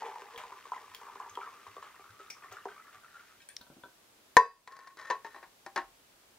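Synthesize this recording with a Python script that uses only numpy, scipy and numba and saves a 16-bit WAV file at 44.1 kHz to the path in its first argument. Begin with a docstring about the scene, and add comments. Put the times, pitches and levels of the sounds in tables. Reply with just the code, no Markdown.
"""Pouring sake and seating the cup

Sake runs from a glass bottle into a metal cup: trapped bubbles ring near the rising note of the air column,
drops plop, foam crackles and the bottle gulps air. The bottle is put down, sounding its decaying modes.
The cup clinks on the rim of a clay pot, scrapes down into it, and the pot's handle drops back.
A small, soft room adds an echo and a short tail over a faint hiss.
The recorder's limiter ducks after the first clink and creeps back up."""
import sys
import numpy as np
from scipy import signal
from scipy.fft import rfft, irfft, next_fast_len
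from scipy.io import wavfile
from scipy.ndimage import uniform_filter1d, map_coordinates
from numba import njit

SR = 44100
rng = np.random.default_rng(int(sys.argv[2]) if len(sys.argv) > 2 else 0)


def transcribe(signal):
    """Save signal, clipped to [-1, 1], as a 16-bit WAV file at the path in sys.argv[1]."""
    frames = np.atleast_2d(signal).T
    limited = np.clip(frames, -1, 1)
    pcm = np.round(limited * 32767).astype(np.int16)
    wavfile.write(sys.argv[1], SR, pcm)


N = 281358
T = np.arange(N) / SR
AGE = T[:SR * 2 // 5]  # time axis of one short sound, 0.4 s

# Levels in the tables are relative: the functions below add their own gains.
# Stream between surges, thinning until the bottle is lifted: [t/s, bubbling level/dB, spray level/dB]
STREAM = [(0, -52.5, -56), (.2, -58.5, -57.5), (1.7, -60.5, -61.5), (2.1, -63, -65.5), (3.1, -63.5, -69),
          (3.4, -63, -53.5)]
# Air column above the liquid, rising as the cup fills: [t/s, f/Hz]
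AIR_COLUMN = [(0, 935), (.5, 1043), (1.2, 1070), (1.8, 1226), (2.5, 1263), (3.3, 1450)]
# Surges that churn the cup: [t/s, bubbling level/dB, foam level/dB]
SURGES = [(0.049, -53, -51.5), (0.376, -57, -46), (.725, -63, -57), (1.01, -58, -65), (1.2, -57, -67),
          (1.401, -47.5, -59), (1.82, -58, -54), (2.2, -58, -58), (2.42, -55, -68), (2.509, -59, -52.5),
          (2.679, -55, -57.5), (2.921, -78, -60.5), (3.15, -69, -69)]
# Largest gushes landing in the cup: [t/s, bubble level/dB, bubble f/Hz, hollow thump level/dB]
PLOPS = [(0.02, -27.5, 880, -38), (0.084, -34, 886, -44), (0.158, -31, 937, -60),
         (0.219, -36.5, 1050, -44.5), (0.436, -33, 990, -48.5), (0.52, -35.5, 996, -50),
         (0.654, -35, 1095, -52), (0.719, -22, 998, -48.5), (0.765, -34, 988, -71), (1.014, -38, 1050, -57),
         (1.156, -36, 1040, -46), (1.2, -30, 1044, -61), (1.373, -27, 957, -37.5),
         (1.431, -31.5, 1290, -60), (1.666, -34.5, 1080, -54), (1.766, -34.5, 1125, -42.5),
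         (1.826, -33, 1086, -61), (1.994, -48, 1120, -47), (2.197, -45.5, 1290, -46),
         (2.521, -41.5, 1360, -47), (2.568, -35.5, 1420, -68), (2.655, -30.5, 975, -32.5),
         (3.045, -45.5, 1360, -74), (3.154, -40.5, 1370, -69)]
# Spectra of the pour (hollow thump, splash, stream spray, bursting foam): [f/Hz, level/dB]
THUMP = [(60, -49), (190, -31), (280, -16), (400, 14), (560, 8), (800, 6.5), (1300, 2), (2000, -15.5),
         (5000, -38)]
SPLASH = [(200, -56), (500, -51), (1200, 13.5), (2500, -2.5), (4000, -7), (8000, -8), (15000, -41)]
SPRAY = [(200, -32), (800, -6), (1800, 6), (3000, -0.5), (4200, -5), (6000, -4.5), (9000, -15),
         (15000, -37)]
FOAM = [(200, -53), (600, 0.5), (1500, 3.5), (2400, -1.5), (3300, -0.5), (4500, -12), (8000, -12),
        (15000, -29)]
# Air gulped into the bottle: [t/s, level/dB]
GULPS = [(.89, -62), (1.3, -58), (1.671, -55), (2.09, -52.5), (2.499, -54), (2.959, -63)]
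# Bursting bubbles and small ticks at the bottle: [t/s, level/dB, f/Hz, snap level relative to it/dB]
TICKS = [(0.359, -39, 3340, -14), (0.377, -36, 2380, 0.5), (.948, -37, 3350, 5), (1.296, -41.5, 6400, -11),
         (1.353, -38, 3200, -7), (2.301, -33, 2410, -1), (2.304, -31, 5730, -4), (2.525, -46, 6500, 7),
         (3.488, -35, 9100, -15), (3.613, -42.5, 4200, 0)]
# Last drops running back into the bottle: [t/s, level/dB, frequency ratio]
DRIPS = [(3.403, -53, 1), (3.418, -54, 1.62), (3.488, -50.5, .99), (3.5, -51.5, 1.06)]
# Modes of the air in the bottle's neck at ratio 1: [f/Hz, level/dB, T60/s]
NECK_MODES = [(1586, -0.5, 0.13), (1845, -5, .14), (2295, -2, 0.1), (2450, -7, .12), (3260, -1, 0.062),
              (4220, -3, .05)]
# Bottle put down on the mat: [t/s, ring level/dB, thud level/dB]
SET_DOWN = [(3.61, -48, -52), (3.666, -53.5, -56), (3.701, -54, -43), (3.767, -70, -46),
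            (3.836, -37.5, -50), (3.857, -70, -51)]
# Modes of the glass bottle: [f/Hz, level/dB, T60/s]
BOTTLE_MODES = [(530, -5.5, 0.036), (650, -9.5, 0.033), (984, -3, 0.093), (1370, -3.5, 0.036),
                (1525, -1, 0.065), (3460, -5.5, 0.021), (4220, -18, 0.035)]
# Spectrum of the soft landing: [f/Hz, level/dB]
THUD = [(30, -14), (80, -7), (200, 2.5), (400, -6), (800, -11), (2000, -26), (8000, -48)]
# Dry snap as the bottle is turned upright: (t/s, level/dB)
SNAP_AT = (3.566, -25.5)
# Spectrum of that snap: [f/Hz, level/dB]
SNAP = [(300, -38), (1000, -23), (1600, -9), (2500, -15), (3300, -2.5), (4400, -5.5), (5600, 5),
        (6400, -13), (9000, -16.5), (15000, -36)]
# Cup and handle knocking on the pot: [t/s, cup ring level/dB, pot ring level/dB, crack level/dB]
KNOCKS = [(4.368, 5.5, -25, -2.5), (4.675, -41, -39, -30), (4.721, -55, -60, -38), (4.766, -49, -59, -38),
          (4.79, -45.5, -53, -37), (4.873, -48, -60, -36), (4.971, -54, -62, -38.5), (5.014, -41, -52, -39),
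          (5.101, -21.5, -22, -27), (5.1083, -17.5, -49, -46), (5.247, -33, -36.5, -52),
          (5.345, -50, -43.5, -53), (5.36, -49, -39.5, -60.5), (5.427, -52, -39.5, -59),
          (5.663, -38, -38, -36), (5.7603, -38, -22, -22.5), (5.776, -27.5, -23.5, -28)]
# Modes of the metal cup before the rim damps it: [f/Hz, level/dB, T60/s]
CUP_MODES = [(1098, -12.5, 0.24), (1550, -9, 0.034), (1794, -2.5, 0.05), (1861, -16.5, 0.19),
             (1950, -19, 0.059), (2134, -28, 0.09), (2581, -37.5, 0.31), (3580, -19.5, 0.014),
             (4000, -27, 0.058), (4400, -23, 0.027), (4875, -41, 0.39), (5060, -26, 0.04),
             (5690, -32, 0.081), (5830, -29.5, 0.072), (6430, -19.5, 0.043), (7800, -30, 0.033)]
# Modes of the clay pot with its mouth stopped: [f/Hz, level/dB, T60/s]
POT_MODES = [(320, -14, 0.076), (371, -11, 0.079), (624, -1.5, 0.054), (797, -7.5, 0.056),
             (880.6, -4.5, 0.091), (1085, 6, 0.095), (1520, 2.5, 0.048), (1642, -14.5, 0.15),
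             (1821, 0, 0.085), (1930, -4, .1), (2310, -15.5, 0.091), (2412, -12.5, 0.061),
             (2580, -18.5, .08), (2875, -20, .12), (4000, -18, .12), (4280, -24, 0.042), (5340, -15.5, .09)]
# Modes of the air in the pot at ratio 1: [f/Hz, level/dB, T60/s]
CAVITY_MODES = [(415, -25.5, 0.16), (465, -10, 0.1), (532.4, -22, 0.14), (681.5, -19.5, 0.023),
                (783, -15, .04), (928, -8.5, 0.068), (1005.5, 0, .125)]
# Tuning of that air as the cup sinks in: [t/s, frequency ratio]
SINKING = [(4.368, 1), (5.11, 1.01), (5.4, .78)]
# Spectra of a knock (contact crack; dense, short ring of clay and cane): [f/Hz, level/dB]
CRACK = [(30, -13.5), (250, -7.5), (600, 2), (2000, 4.5), (2800, -12), (4500, -2), (7000, -14),
         (10000, -14.5), (15000, -28)]
CLATTER = [(100, -32.5), (220, -13.5), (360, -6), (470, -12), (700, -0.5), (950, 6.5), (1350, -3.5),
           (1650, 0.5), (2400, -9.5), (3000, -16.5), (4500, -18.5), (7000, -31), (15000, -44)]
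# Wooden hearth swaying after the heavier knocks: [t/s, level/dB, f/Hz]
SWAY = [(4.39, -55, 38.05), (5.8, -56.5, 42.2)]
# Three pushes of the cup's wall along the rim: [t/s, length/s, rasp level/dB, singing wall level/dB]
PUSHES = [(4.684, 0.19, -55, -49.5), (4.97, 0.15, -49.5, -57), (5.247, 0.13, -56, -62.5)]
# Spectrum of the sliding grit: [f/Hz, level/dB]
RASP = [(200, -22), (450, 0), (700, -14), (1100, 3.5), (1900, -0.5), (2700, -15), (3400, -10),
        (5000, -15.5), (7000, -18), (15000, -34)]
# Spectrum of the background hiss: [f/Hz, level/dB]
FLOOR = [(15, -40.5), (25, -10), (129, -7.5), (169, -7.5), (305, -4), (433, -4), (523, -4.5), (684, -3.5),
         (762, -6.5), (826, -4.5), (2010, -9), (3170, -9), (15500, -16.5)]

SURGE_ATTACK_S, CHURN_T60_S, FOAM_T60_S = 0.0067, 0.35, 0.27
DROPS_PER_S, DROP_OVER_CHURN_DB, DROP_SCATTER_DB, DROP_DETUNE, DROP_THUMP_DB = 14, 14, 1.5, .16, -18
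BROOD_T60_S = .028
GULP_HZ, GULP_RISE_HZ_PER_S = 72, 7.7
TICK_T60_S = 0.027
PUSH_ATTACK_S, PUSH_RELEASE_T60_S = 0.015, 0.32
FLOOR_DB = -62.5
TOP_HZ = 15600


def stream(column_width_hz=140.0, hollow_hz=470, hollow_width_hz=78.0, hollow_sink=0.1, hollow_db=-5.5,
           hollow_fall_db=6.5, bubbles_db=-2, column_db=-3.5, spray_db=-3):
    """Resonance under random drive: the thin stream drums on the cup's air and drags down a bubble swarm."""
    note = curve(AIR_COLUMN)
    end = STREAM[-1][0]
    swarm = np.zeros(N)
    for when, pitch, size, life in rng.random((520, 4)):
        s = when * end
        hz = note[int(s * SR)] * 0.826 * 3.8 ** (pitch ** 1.3)
        level = amp(11.7 * size ** 3 - 10 * pitch)
        add(swarm, s, level * bubble(hz, (16 + 34 * life) / hz, glide=0.13))
    swarm /= np.std(swarm[T < end])
    patter = clicks(rate=330, spread_db=3.5) * uneven(rate=43, depth_db=4)
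    column = unit(resonate(resonate(patter, note, column_width_hz), note, 900.0))
    # the dent that the stream makes in the surface sounds low, and fades as the fall gets shorter
    dent_hz = hollow_hz / (1 + hollow_sink * T)
    hollow = unit(resonate(resonate(patter, dent_hz, hollow_width_hz), dent_hz, 2 * hollow_width_hz))
    hollow = hollow * amp(hollow_db - hollow_fall_db * T)
    spray = colour(clicks(rate=900, spread_db=4.0), SPRAY) * amp(curve(STREAM, axis=2) + spray_db)
    flowing = np.interp(T, [3.2, 3.42], [1, 0])
    bubbling = amp(column_db) * column + amp(bubbles_db) * swarm + hollow
    return flowing * (churn() * bubbling + spray)


def churn():
    """Superposed decay: the steady stream's bubbling plus each surge dying away exponentially."""
    surges = sum(amp(db) * swell(s, SURGE_ATTACK_S, SURGE_ATTACK_S, CHURN_T60_S) for s, db, _ in SURGES)
    return amp(curve(STREAM)) + surges


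def plops(bubble_db=0, thump_db=3, dunk_db=1, dunk_hz=395, splash_db=-25, splash_growth=.55,
          brood_db=-13, brood_s=.08):
    """Bubble entrainment: a gush slaps the surface, opens a hollow, traps one large bubble and sheds small ones."""
    out = np.zeros(N)
    for s, db, hz, low_db in PLOPS + drops():
        add(out, s, amp(db + bubble_db) * bubble(hz, t60=0.035, glide=0.031, rise_cycles=1.0))
        add(out, s, amp(low_db + thump_db) * burst(THUMP, t60=0.031))
        add(out, s, amp(low_db + dunk_db) * bubble(dunk_hz, t60=0.042, glide=0.17, rise_cycles=1.0))
        # the splash varies less in level than the bubble
        add(out, s, amp(splash_growth * db + splash_db) * burst(SPLASH, t60=0.017))
        for delay, pitch in rng.random((3, 2)):
            small = bubble(hz * 2.3 ** pitch, t60=BROOD_T60_S, glide=0.074)
            add(out, s + brood_s * delay, amp(db + brood_db - 8 * pitch) * small)
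    return out


def drops():
    """Random arrivals: lesser plops follow the churning in level and the air column in pitch, as rows of PLOPS."""
    end = STREAM[-1][0] - .2
    when, strength, detune = rng.random((120, 3))[:int(DROPS_PER_S * end)].T
    s = when * end
    churn_db = 20 * np.log10(np.interp(s, T, churn()))
    db = churn_db + DROP_OVER_CHURN_DB + DROP_SCATTER_DB * (2 * strength - 1)
    hz = np.interp(s, T, curve(AIR_COLUMN)) * (1 + DROP_DETUNE * (2 * detune - 1))
    return list(zip(s, db, hz, db + DROP_THUMP_DB))


def froth():
    """Shot noise of bursting films: after a surge, a patch of tiny bubbles crackles away."""
    foam = colour(clicks(rate=1300, spread_db=2.5), FOAM)
    patches = sum(amp(db) * swell(s, SURGE_ATTACK_S, SURGE_ATTACK_S, FOAM_T60_S) for s, _, db in SURGES)
    return foam * patches


def bottle():
    """Air and wall modes: gulps climb in pitch, films burst, drips ring the neck, the glass lands on the mat."""
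    out = np.zeros(N)
    for s, db in GULPS:
        gulp = bubble(GULP_HZ + GULP_RISE_HZ_PER_S * s, t60=0.11, glide=0.73, rise_cycles=1.6)
        add(out, s, 2 * amp(db) * gulp)
    for s, db, hz, snap_db in TICKS:
        film = [(hz / 4, -40), (hz / 2, -26), (hz * 0.82, -15), (hz, 0), (hz * 1.17, -16), (hz * 2, -34)]
        add(out, s, amp(db) * burst(film, TICK_T60_S))
        add(out, s, amp(db + snap_db) * rng.standard_normal(len(AGE)) * fade(t60=0.015) / 2)
    for s, db, ratio in DRIPS:
        add(out, s, amp(db) * ring(NECK_MODES, ratio) / 2)
    for s, ring_db, thud_db in SET_DOWN:
        add(out, s, amp(ring_db) * ring(BOTTLE_MODES) / 2 + amp(thud_db) * burst(THUD, t60=0.053))
    return out


def upright_snap():
    """Impulsive noise: one dry snap as the bottle is turned upright."""
    out = np.zeros(N)
    s, db = SNAP_AT
    add(out, s, amp(db) * burst(SNAP, t60=0.015))
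    return out


def cup_in_pot():
    """Coupled resonators: knocks and a gritty slide set the metal, the clay and the air inside ringing."""
    metal, clay = ring(CUP_MODES), ring(POT_MODES)
    return knocking(metal, clay) + scraping(metal, clay)


def knocking(metal, clay, clay_db=-14, cup_db=-4, clatter_db=-3, thud_db=-25, low_cut_hz=230):
    """Impact excitation: each knock rings the modes of cup, pot and enclosed air, with a crack of contact noise."""
    out = np.zeros(N)
    for s, db, pot_db, crack_db in KNOCKS:
        ratio = np.interp(s, *np.transpose(SINKING))
        # once the cup is seated, the rim damps its wall: an extra decay whose T60 falls from 4 to 0.16 s
        damping = fade(np.interp(s, [4.9, 5.25], [4, .16]))
        cup_and_air = damping * metal + ring(CAVITY_MODES, ratio)
        ringing = amp(db + cup_db) * cup_and_air + amp(pot_db + clay_db) * clay
        add(out, s, high_pass(ringing, low_cut_hz) + amp(crack_db) * burst(CRACK, t60=0.032))
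        add(out, s, amp(pot_db + clatter_db) * high_pass(burst(CLATTER, t60=0.14), hz=169.7))
        # only a heavy blow also thuds through the hearth
        if db > 0:
            add(out, s, amp(db + thud_db) * (fade(t60=0.0016) - fade(t60=0.015)))
    for s, db, hz in SWAY:
        add(out, s, amp(db) * bubble(hz, t60=.45, glide=0, rise_cycles=2))
    return out


def scraping(metal, clay, scrape_pot_db=-8, walls_db=-3, grit_db=-4, sing_hz=1085.0, sing_width_hz=16.0):
    """Frictional excitation: random slips shake the walls but hardly move the air in the pot."""
    slips = clicks(rate=600, spread_db=2.5) * uneven(rate=70, depth_db=5.0)
    walls = signal.fftconvolve(slips, metal + amp(scrape_pot_db) * clay)[:N]
    rasp = amp(walls_db) * unit(high_pass(walls, 780)) + amp(grit_db) * colour(slips, RASP)
    # the lowest wall mode sings on under the rubbing
    note = np.full(N, float(sing_hz))
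    sing = unit(resonate(resonate(slips, note, sing_width_hz), note, 4 * sing_width_hz))
    out = np.zeros(N)
    for s, length, rasp_db, sing_db in PUSHES:
        push = swell(s, PUSH_ATTACK_S, length, PUSH_RELEASE_T60_S)
        out += push * (amp(rasp_db) * rasp + amp(sing_db) * sing)
    return out


def room(x, wet_db, lead_ms, pan_db, echo_db, echo_s=.0147, t60=0.23, first_s=.004):
    """Reflection and arrival time: left leads by lead_ms; the low ceiling echoes once, the walls give a tail."""
    tail_spectrum = [(100, -4.0), (500, 1.5), (2000, 0.0), (6000, -2.5), (15000, -5.5)]
    tail = colour(diffuse(len(AGE)), tail_spectrum) * fade(t60) * (AGE > first_s)
    tail /= np.sqrt(np.sum(tail ** 2) / 2)
    near = x.copy()
    add(near, echo_s, amp(echo_db) * uniform_filter1d(x, size=5))
    late = map_coordinates(near, [np.arange(N) - lead_ms * SR / 1000], order=3)
    direct = np.array([near * amp(pan_db / 2), late * amp(-pan_db / 2)])
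    return direct + amp(wet_db) * signal.fftconvolve(x[None], tail, axes=1)[:, :N]


def hiss():
    """Stationary noise: a faint, steady, coloured background in both channels."""
    return amp(FLOOR_DB) * colour(diffuse(N, apart_hz=387), FLOOR)


def diffuse(size, apart_hz=3000):
    """Diffuse-field coherence: on two close microphones noise is alike in the bass, unrelated in the treble."""
    mid, side = rfft(rng.standard_normal((2, size)))
    like = .95 / (1 + (np.fft.rfftfreq(size, 1 / SR) / apart_hz) ** 2)
    return irfft(mid * np.sqrt(1 + like) + side * np.sqrt(1 - like) * np.array([[1], [-1]]), size)


def bubble(hz, t60, glide, rise_cycles=1.0):
    """Volume pulsation: a bubble swells over about rise_cycles and rings; pitch climbs as it nears the surface."""
    t = AGE[:int(t60 * SR) + 2]
    tone = np.sin(2 * np.pi * hz * (t + glide * t ** 2 / (2 * t60)))
    onset = 1 - np.exp(-(hz * t / rise_cycles) ** 2)
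    return tone * fade(t60, t) * onset


def ring(modes, ratio=1):
    """Modal superposition: decaying modes of a struck thing; neighbours swing in opposite senses."""
    total = 0
    for k, (hz, db, t60) in enumerate(modes):
        total = total + (-1) ** k * amp(db) * np.sin(2 * np.pi * hz * ratio * AGE) * fade(t60)
    return total


def burst(points, t60):
    """Transient noise: a dying puff of coloured noise, peak near 1."""
    shape = fade(t60)
    puff = colour(rng.standard_normal(len(AGE)) * shape, points)
    return puff * np.sqrt(np.mean(shape ** 2)) / 2


def clicks(rate, spread_db):
    """Random point process: tiny impacts of uneven size and either sign, about rate per second."""
    size = amp(spread_db * np.minimum(rng.exponential(size=N), 4))
    return (rng.random(N) < rate / SR) * size * rng.choice([-1, 1], N)


def uneven(rate, depth_db):
    """Random modulation: a gain that wanders about rate times a second."""
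    hold = max(int(SR / rate), 1)
    steps = np.repeat(rng.standard_normal(N // hold + 1), hold)
    return amp(depth_db * uniform_filter1d(steps, hold)[:N])


def swell(start, attack_s, hold_s, t60):
    """Envelope: rises linearly, holds until hold_s after the start, then decays exponentially."""
    age = T - start
    return np.clip(age / attack_s, 0, 1) * fade(t60, np.maximum(age - hold_s, 0))


def fade(t60, t=AGE):
    """Exponential decay: 60 dB of fall in t60 seconds."""
    return np.exp(-np.log(1000) * t / t60)


@njit
def resonate(x, hz, width):
    """Simple resonator: a band-pass whose centre may move, gain 1 at the centre."""
    y, band, low = np.empty(len(x)), 0., 0.
    for i in range(len(x)):
        g, k = np.tan(np.pi * hz[i] / SR), width / hz[i]
        v = (band + g * (x[i] - low)) / (1 + g * (g + k))
        band, low, y[i] = 2 * v - band, low + 2 * g * v, k * v
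    return y


def colour(x, points):
    """Minimum-phase filtering: shapes a sound causally to [f/Hz, level/dB] points; rms 1."""
    hz, db = np.transpose(points)
    size = next_fast_len(x.shape[-1] // 2 + 1) * 2
    f = np.maximum(np.fft.rfftfreq(size, 1 / SR), 1)
    cepstrum = irfft(np.log(amp(np.interp(np.log(f), np.log(hz), db))))
    # doubling the first half of the cepstrum makes the response causal
    response = np.exp(rfft(2 * cepstrum[:size // 2], size))
    return unit(irfft(rfft(x, size) * response)[..., :x.shape[-1]])


def high_pass(x, hz):
    """Second-order high-pass: takes away the bass below hz."""
    return signal.sosfilt(signal.butter(2, hz, "high", fs=SR, output="sos"), x)


def amp(db):
    """Logarithmic level: decibels to gain."""
    return 10 ** (np.asarray(db) / 20)


def unit(x):
    """Normalisation: scales to rms 1."""
    return x / np.sqrt(np.mean(x ** 2))


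def curve(rows, axis=1):
    """Linear interpolation: one column of a table joined by straight lines in time."""
    rows = np.array(rows)
    return np.interp(T, rows[:, 0], rows[:, axis])


def add(out, s, x):
    """Superposition: mixes a short sound in at time s."""
    i = max(int(s * SR), 0)
    out[i:i + len(x)] += x[:max(N - i, 0)]


def scene(boom_hz=400, boom_width_hz=1200.0, boom_db=-13):
    """Superposition in the room: pouring at the left, the pot nearer the middle, over a faint hiss."""
    liquid = high_pass(stream() + plops() + froth(), hz=190)
    pouring = room(liquid, wet_db=-9.5, lead_ms=0.04, pan_db=1.5, echo_db=-8.5)
    handling = room(bottle(), wet_db=-6.0, lead_ms=0.048, pan_db=2.5, echo_db=-17.5)
    knocks = cup_in_pot()
    pot = room(knocks, wet_db=-16.0, lead_ms=0.034, pan_db=1.0, echo_db=-22.0, echo_s=0.016)
    # the hollow note of the pot is stronger on the left: added there, subtracted on the right
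    hollow_note = resonate(knocks, np.full(N, float(boom_hz)), boom_width_hz)
    boom = amp(boom_db) * hollow_note * np.array([[1], [-1]])
    snap = room(upright_snap(), wet_db=-16, lead_ms=0, pan_db=3.5, echo_db=-32)
    return pouring + handling + pot + boom + snap + hiss()


def record(dry, ceiling_db=-2, release_db_per_s=10):
    """Peak limiting: the gain clamps at once and lets go slowly; then a low-pass cuts the top."""
    over_db = np.maximum(20 * np.log10(np.abs(dry).max(axis=0) + 1e-9) - ceiling_db, 0)
    # the running maximum on a tilted axis falls at the release rate
    duck_db = np.maximum.accumulate(over_db + release_db_per_s * T) - release_db_per_s * T
    top_cut = signal.ellip(8, .2, 70, TOP_HZ, fs=SR, output="sos")
    return signal.sosfilt(top_cut, dry * amp(-duck_db))


dry = scene()
out = record(dry)
transcribe(out)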